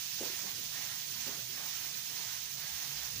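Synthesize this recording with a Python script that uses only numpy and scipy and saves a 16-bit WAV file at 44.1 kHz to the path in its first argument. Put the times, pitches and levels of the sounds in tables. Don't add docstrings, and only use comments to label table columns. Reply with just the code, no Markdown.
import sys
import numpy as np
from scipy import signal
from scipy.fft import rfft, irfft
from scipy.io import wavfile
from scipy.ndimage import uniform_filter1d

SR = 44100
rng = np.random.default_rng(int(sys.argv[2]) if len(sys.argv) > 2 else 0)


def waveform_to_disk(signal):
    frames = np.transpose(np.atleast_2d(signal))
    scaled = np.clip(frames, -1, 1) * 32767
    samples = np.round(scaled).astype(np.int16)
    wavfile.write(sys.argv[1], SR, samples)


def rack_gain(trim_db):
    fader = np.asarray(trim_db, float)
    return 10 ** (fader / 20)


N = 141120

# f/Hz, density/(dB per Hz)
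JET_LEFT = [(900, -97.5), (1900, -95), (2700, -82), (3800, -84), (4500, -85), (6600, -85.5), (7800, -92.5),
            (8200, -99)]
JET_RIGHT = [(1100, -100), (1700, -91.5), (2700, -80), (4000, -76.5), (6500, -72.5), (6900, -77.5),
             (7800, -82.5), (8400, -103)]
# f/Hz, density/(dB per Hz)
FIZZ_LEFT = [(7600, -108), (8300, -91), (9200, -93), (11000, -96), (13900, -98), (14600, -90), (15400, -84),
             (15600, -98)]
FIZZ_RIGHT = [(7200, -100), (8200, -85), (10500, -84), (13700, -85), (14200, -86), (14700, -71),
              (15400, -71.5), (15600, -95)]
# f/Hz, density/(dB per Hz)
FLANK = [(13800, -90), (14100, -83), (14450, -78.5), (14700, -92)]
# f/Hz, density/(dB per Hz)
SPLASH = [(350, -112), (500, -101), (650, -95), (900, -91), (1250, -93.5), (1900, -87), (2500, -92),
          (3800, -106)]
# start t/s, end t/s, level/dB
STROKES = [
    (0.194, 0.518, 6),
    (0.74, 0.947, 7),
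    (1.148, 1.367, 5.5),
    (1.55, 1.884, 5.5),
    (2.09, 2.389, 5),
    (2.586, 3.106, 5),
]
# t/s, level/dB
PRESSURE = [(0, 1), (.15, 0.5), (.25, 1.5), (.45, .5), (.6, -.5), (.8, .5), (.95, 0), (1.1, 0), (1.25, 1),
            (1.45, -1.5), (1.7, .5), (2.0, 0), (2.1, -.5), (2.22, 1), (2.5, -1.5), (2.75, 0), (2.9, .5),
            (3.2, -.5)]
# t/s, peak level/dB, echo share/1
KNOCKS = [
    (0.207, -28, 0.7),
    (0.429, -46.5, 1.3),
    (.585, -51, 0.74),
    (1.264, -40, 1.1),
    (1.526, -55, 0.71),
    (2.998, -57, 1),
]
# f/Hz, level/dB, t60/s
BODY = [(224, -2.5, .05), (332, 3, .04), (394, -2, 0.055), (472, -3, 0.045), (553, -2, 0.045),
        (796, -11, 0.035)]
# delay t/s, level/dB
ECHOES = [(.013, -1), (.024, 1), (0.047, -7.5), (.054, -7.5), (.064, -11), (.088, -11), (.122, -16.5)]
# f/Hz, density/(dB per Hz)
YARD = [(20, -105), (45, -110), (70, -95), (110, -89), (150, -85.5), (200, -95.5), (260, -104), (400, -115)]
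# f/Hz, density/(dB per Hz)
BREEZE = [(15, -95), (40, -94), (75, -89), (200, -104)]
# f/Hz, density/(dB per Hz)
CLATTER = [(170, -100), (230, -88), (330, -92.5), (450, -92.5), (700, -100), (1000, -108)]
# t/s, level/dB
BUSY = [(0, -7), (.2, -0.5), (.6, 1), (1, -3), (1.5, 1.5), (2.1, -2), (2.3, -4), (2.6, -6.5), (3.2, 1.5)]
# f/Hz, rms level/dB, waver/dB
MOTOR = [(65, -87.5, 1), (99.3, -74, 2), (115.3, -72.5, 0), (138.9, -68, 1), (168.5, -77, 4.5),
         (187.8, -73, 0)]
# centre t/s, length/s, f/Hz, level/dB
RUMBLES = [(3.175, 0.01, 100, -52.5), (3.155, 0.017, 155, -57.5), (3.12, 0.043, 120, -64),
           (3.06, 0.048, 65, -64), (2.97, .035, 65, -63), (3.15, 0.059, 68, -60), (2.92, .04, 140, -58.5),
           (2.74, .03, 71, -61), (2.68, .018, 135, -68), (1.45, 0.035, 125, -58), (0.462, 0.025, 190, -59),
           (1.19, 0.04, 225, -61), (0.58, 0.044, 250, -65.5), (.95, 0.21, 110, -69.5),
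           (1.28, 0.016, 235, -58), (1.3, .024, 420, -56), (1.5, 0.0096, 360, -62), (.3, .03, 410, -60.5),
           (.34, 0.013, 390, -61.5), (.27, 0.018, 490, -58.5), (0.454, .012, 420, -62),
           (1.28, 0.017, 140, -58.5)]
# f/Hz, (step over rms)/1
STEP_LEFT = [(300, .15), (1800, 1.2), (6800, 1.6), (7600, 2.8), (9500, 2.3), (12500, 2.6), (14100, 3.7),
             (14500, 1.1)]
STEP_RIGHT = [(300, .15), (1000, .7), (2900, 1.5), (3800, .8), (6500, .65), (8000, 1), (13000, .9),
              (14700, .55)]

STROKE_EDGE_S, JET_FOLLOWS, FIZZ_FOLLOWS = 0.022, 0.05, 0.065
SPLASH_LIKE, YARD_LIKE, CLATTER_LIKE = 0.6, 0.65, 0.45
SPLASH_PAN_DB, KNOCK_PAN_DB = -3.5, -1.7
TAIL_DB, TAIL_T60_S, TAIL_HZ = -15.5, 0.4, 418
RIGHT_LAG_S = 0.0001
TOP_HZ = 15470
STEP_SCATTER_DB, FRAME, FRAME_START = 2.5, 1024, 107


def walk(rate_hz):
    hold = int(SR / rate_hz)
    steps = np.repeat(rng.standard_normal(N // hold + 1), hold)
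    steps = uniform_filter1d(uniform_filter1d(steps, hold), hold)[:N]
    drift = uniform_filter1d(steps, size=4 * hold)
    return 1.6 * np.tanh(1.2 * (steps - drift))


def hiss(table, control_db=0., like=0., flicker_db=1., flicker_hz=15., count=6, channels=1):
    hz, density_db = np.array(table).T
    log_f, log_hz = np.log(np.arange(1, N // 2 + 2) * SR / N), np.log(hz)
    colour = rack_gain(np.interp(log_f, log_hz, density_db, left=-200, right=-200)) * np.sqrt(SR / 2)
    like = np.clip(like, 0, 0.99)
    white = rng.standard_normal((channels + 1, N))
    mixed = np.sqrt(like) * white[0] + np.sqrt(1 - like) * white[1:]
    spectrum = rfft(mixed) * colour
    centres = np.linspace(log_hz[0], log_hz[-1], count)
    out = np.zeros((channels, N))
    for row in np.eye(count):
        band = irfft(spectrum * np.interp(log_f, centres, row), N)
        out += band * rack_gain(control_db + flicker_db * walk(flicker_hz))
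    return out


def pan(db):
    return rack_gain(np.array([[db], [-db]]) / 2)


def lag_right(x):
    return np.array([x[0], np.roll(x[1], int(RIGHT_LAG_S * SR))])


def gun():
    t = np.arange(N) / SR
    swing_db = np.zeros(N)
    for start, end, db in STROKES:
        rise, fall = np.tanh((t - start) / STROKE_EDGE_S), np.tanh((t - end) / STROKE_EDGE_S)
        swing_db += db * (rise - fall) / 2
    calm_db = swing_db - swing_db.mean()
    air_db = 0.55 * walk(38)
    feed_db = np.interp(t, *np.array(PRESSURE).T)

    jet_db = feed_db + JET_FOLLOWS * calm_db + 1.13 * air_db
    jet = np.array([hiss(colour, jet_db, flicker_db=0.93, flicker_hz=25.99, count=9)[0]
                    for colour in (JET_LEFT, JET_RIGHT)])

    fizz_db = 0.6 * feed_db + FIZZ_FOLLOWS * calm_db + 0.9 * air_db
    fizz = np.array([hiss(colour, fizz_db, flicker_db=1.88, flicker_hz=30.24)[0]
                     for colour in (FIZZ_LEFT, FIZZ_RIGHT)])
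    fizz[1] += hiss(FLANK, flicker_db=4.5, flicker_hz=13., count=2)[0]

    splash = hiss(SPLASH, swing_db + 0.77 * air_db, SPLASH_LIKE, flicker_db=2.03, channels=2)
    return jet + fizz + lag_right(splash) * pan(SPLASH_PAN_DB)


def body_ring(t):
    colour = rack_gain(1.8 * rng.standard_normal((2, len(BODY)))) * (-1.) ** np.arange(len(BODY))
    attack = np.minimum(t * 400, 1)
    ring = np.zeros((2, len(t)))
    for k, (hz, db, t60_s) in enumerate(BODY):
        mode = np.sin(2 * np.pi * hz * t) * rack_gain(-60 * t / t60_s) * attack
        ring += colour[:, [k]] * rack_gain(db) * mode
    return ring / 3


def knocks():
    out, t = np.zeros((2, N + SR)), np.arange(SR // 2) / SR
    sos = signal.butter(2, [TAIL_HZ / 2, TAIL_HZ * 1.58], "band", fs=SR, output="sos")
    tail_fade = rack_gain(-60 * t / TAIL_T60_S) * (1 - np.exp(-t / 0.005))
    for at_s, peak_db, share in KNOCKS:
        sound = np.zeros((2, SR))
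        for lag_s, echo_db in [(0, 0)] + ECHOES:
            i = int(lag_s * SR)
            sound[:, i:i + len(t)] += body_ring(t) * rack_gain(echo_db) * (share if lag_s else 1)
        noise = rng.standard_normal((2, len(t))) + 0.9 * rng.standard_normal(len(t))
        tail = signal.sosfilt(sos, noise)
        sound[:, :len(t)] += share * rack_gain(TAIL_DB) * tail / tail.std() * tail_fade
        i = int(at_s * SR)
        out[:, i:i + SR] += rack_gain(peak_db) * sound
    return out[:, :N] * pan(KNOCK_PAN_DB)


def motor():
    out = np.zeros(N)
    for hz, db, waver_db in MOTOR:
        level = np.sqrt(2) * rack_gain(db + waver_db * walk(9))
        phase = 2 * np.pi * np.cumsum(hz * (1 + 0.015 * walk(2.985))) / SR
        out += level * np.sin(phase)
    return out


def rumble():
    t, out = np.arange(N) / SR, np.zeros(N)
    for at_s, length_s, hz, db in RUMBLES:
        phase = 2 * np.pi * np.cumsum(hz * (1 + 0.06 * walk(25))) / SR
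        swell = np.exp(-0.5 * ((t - at_s) / length_s) ** 2)
        out += np.sqrt(2) * rack_gain(db) * swell * np.sin(phase)
    return out


def yard():
    busy_db = np.interp(np.arange(N) / SR, *np.array(BUSY).T)
    hum = hiss(YARD, like=YARD_LIKE, flicker_db=7.5, flicker_hz=8.14, channels=2)
    breeze = hiss(BREEZE, flicker_db=-0.5, flicker_hz=5.8, count=3, channels=2)
    clatter = hiss(CLATTER, busy_db, CLATTER_LIKE, flicker_db=5., flicker_hz=12., count=4, channels=2)
    return hum + breeze + clatter + motor() + rumble()


def scene():
    far = yard() + knocks()
    return gun() + lag_right(far)


def coarse(x, table):
    n, k = np.arange(2 * FRAME), np.arange(FRAME) + 0.5
    window = signal.windows.kaiser_bessel_derived(2 * FRAME, 4 * np.pi)
    basis = np.cos(np.pi / FRAME * np.outer(n + 0.5 + FRAME / 2, k))
    basis = basis * window[:, None] * np.sqrt(2 / FRAME)
    lead = 2 * FRAME - FRAME_START
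    x = np.pad(x, (lead, 2 * FRAME))
    at = np.arange(0, len(x) - 2 * FRAME, FRAME)[:, None] + n
    tones = x[at] @ basis
    rms = np.sqrt(uniform_filter1d(np.mean(tones ** 2, axis=0), size=9)) + 1e-9
    scatter = np.repeat(rng.standard_normal((len(at), 128)), FRAME // 128, axis=1)
    relative_step = np.interp(k * SR / 2 / FRAME, *np.array(table).T)
    step = rms * relative_step * rack_gain(STEP_SCATTER_DB * scatter)
    tones = np.sign(tones) * np.floor(np.abs(tones) / step + 0.4) * step
    return np.bincount(at.ravel(), (tones @ basis.T).ravel())[lead:][:N]


def top_cut(x):
    return signal.sosfilt(signal.butter(12, 16870, fs=SR, output="sos"), x)


def record(dry):
    low_pass = signal.ellip(12, 0.2, 70, TOP_HZ, fs=SR, output="sos")
    left, right = signal.sosfilt(low_pass, dry)
    mix = np.array([coarse(left, STEP_LEFT), coarse(right, STEP_RIGHT)])
    return top_cut(mix)


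dry = scene()
out = record(dry)
waveform_to_disk(out)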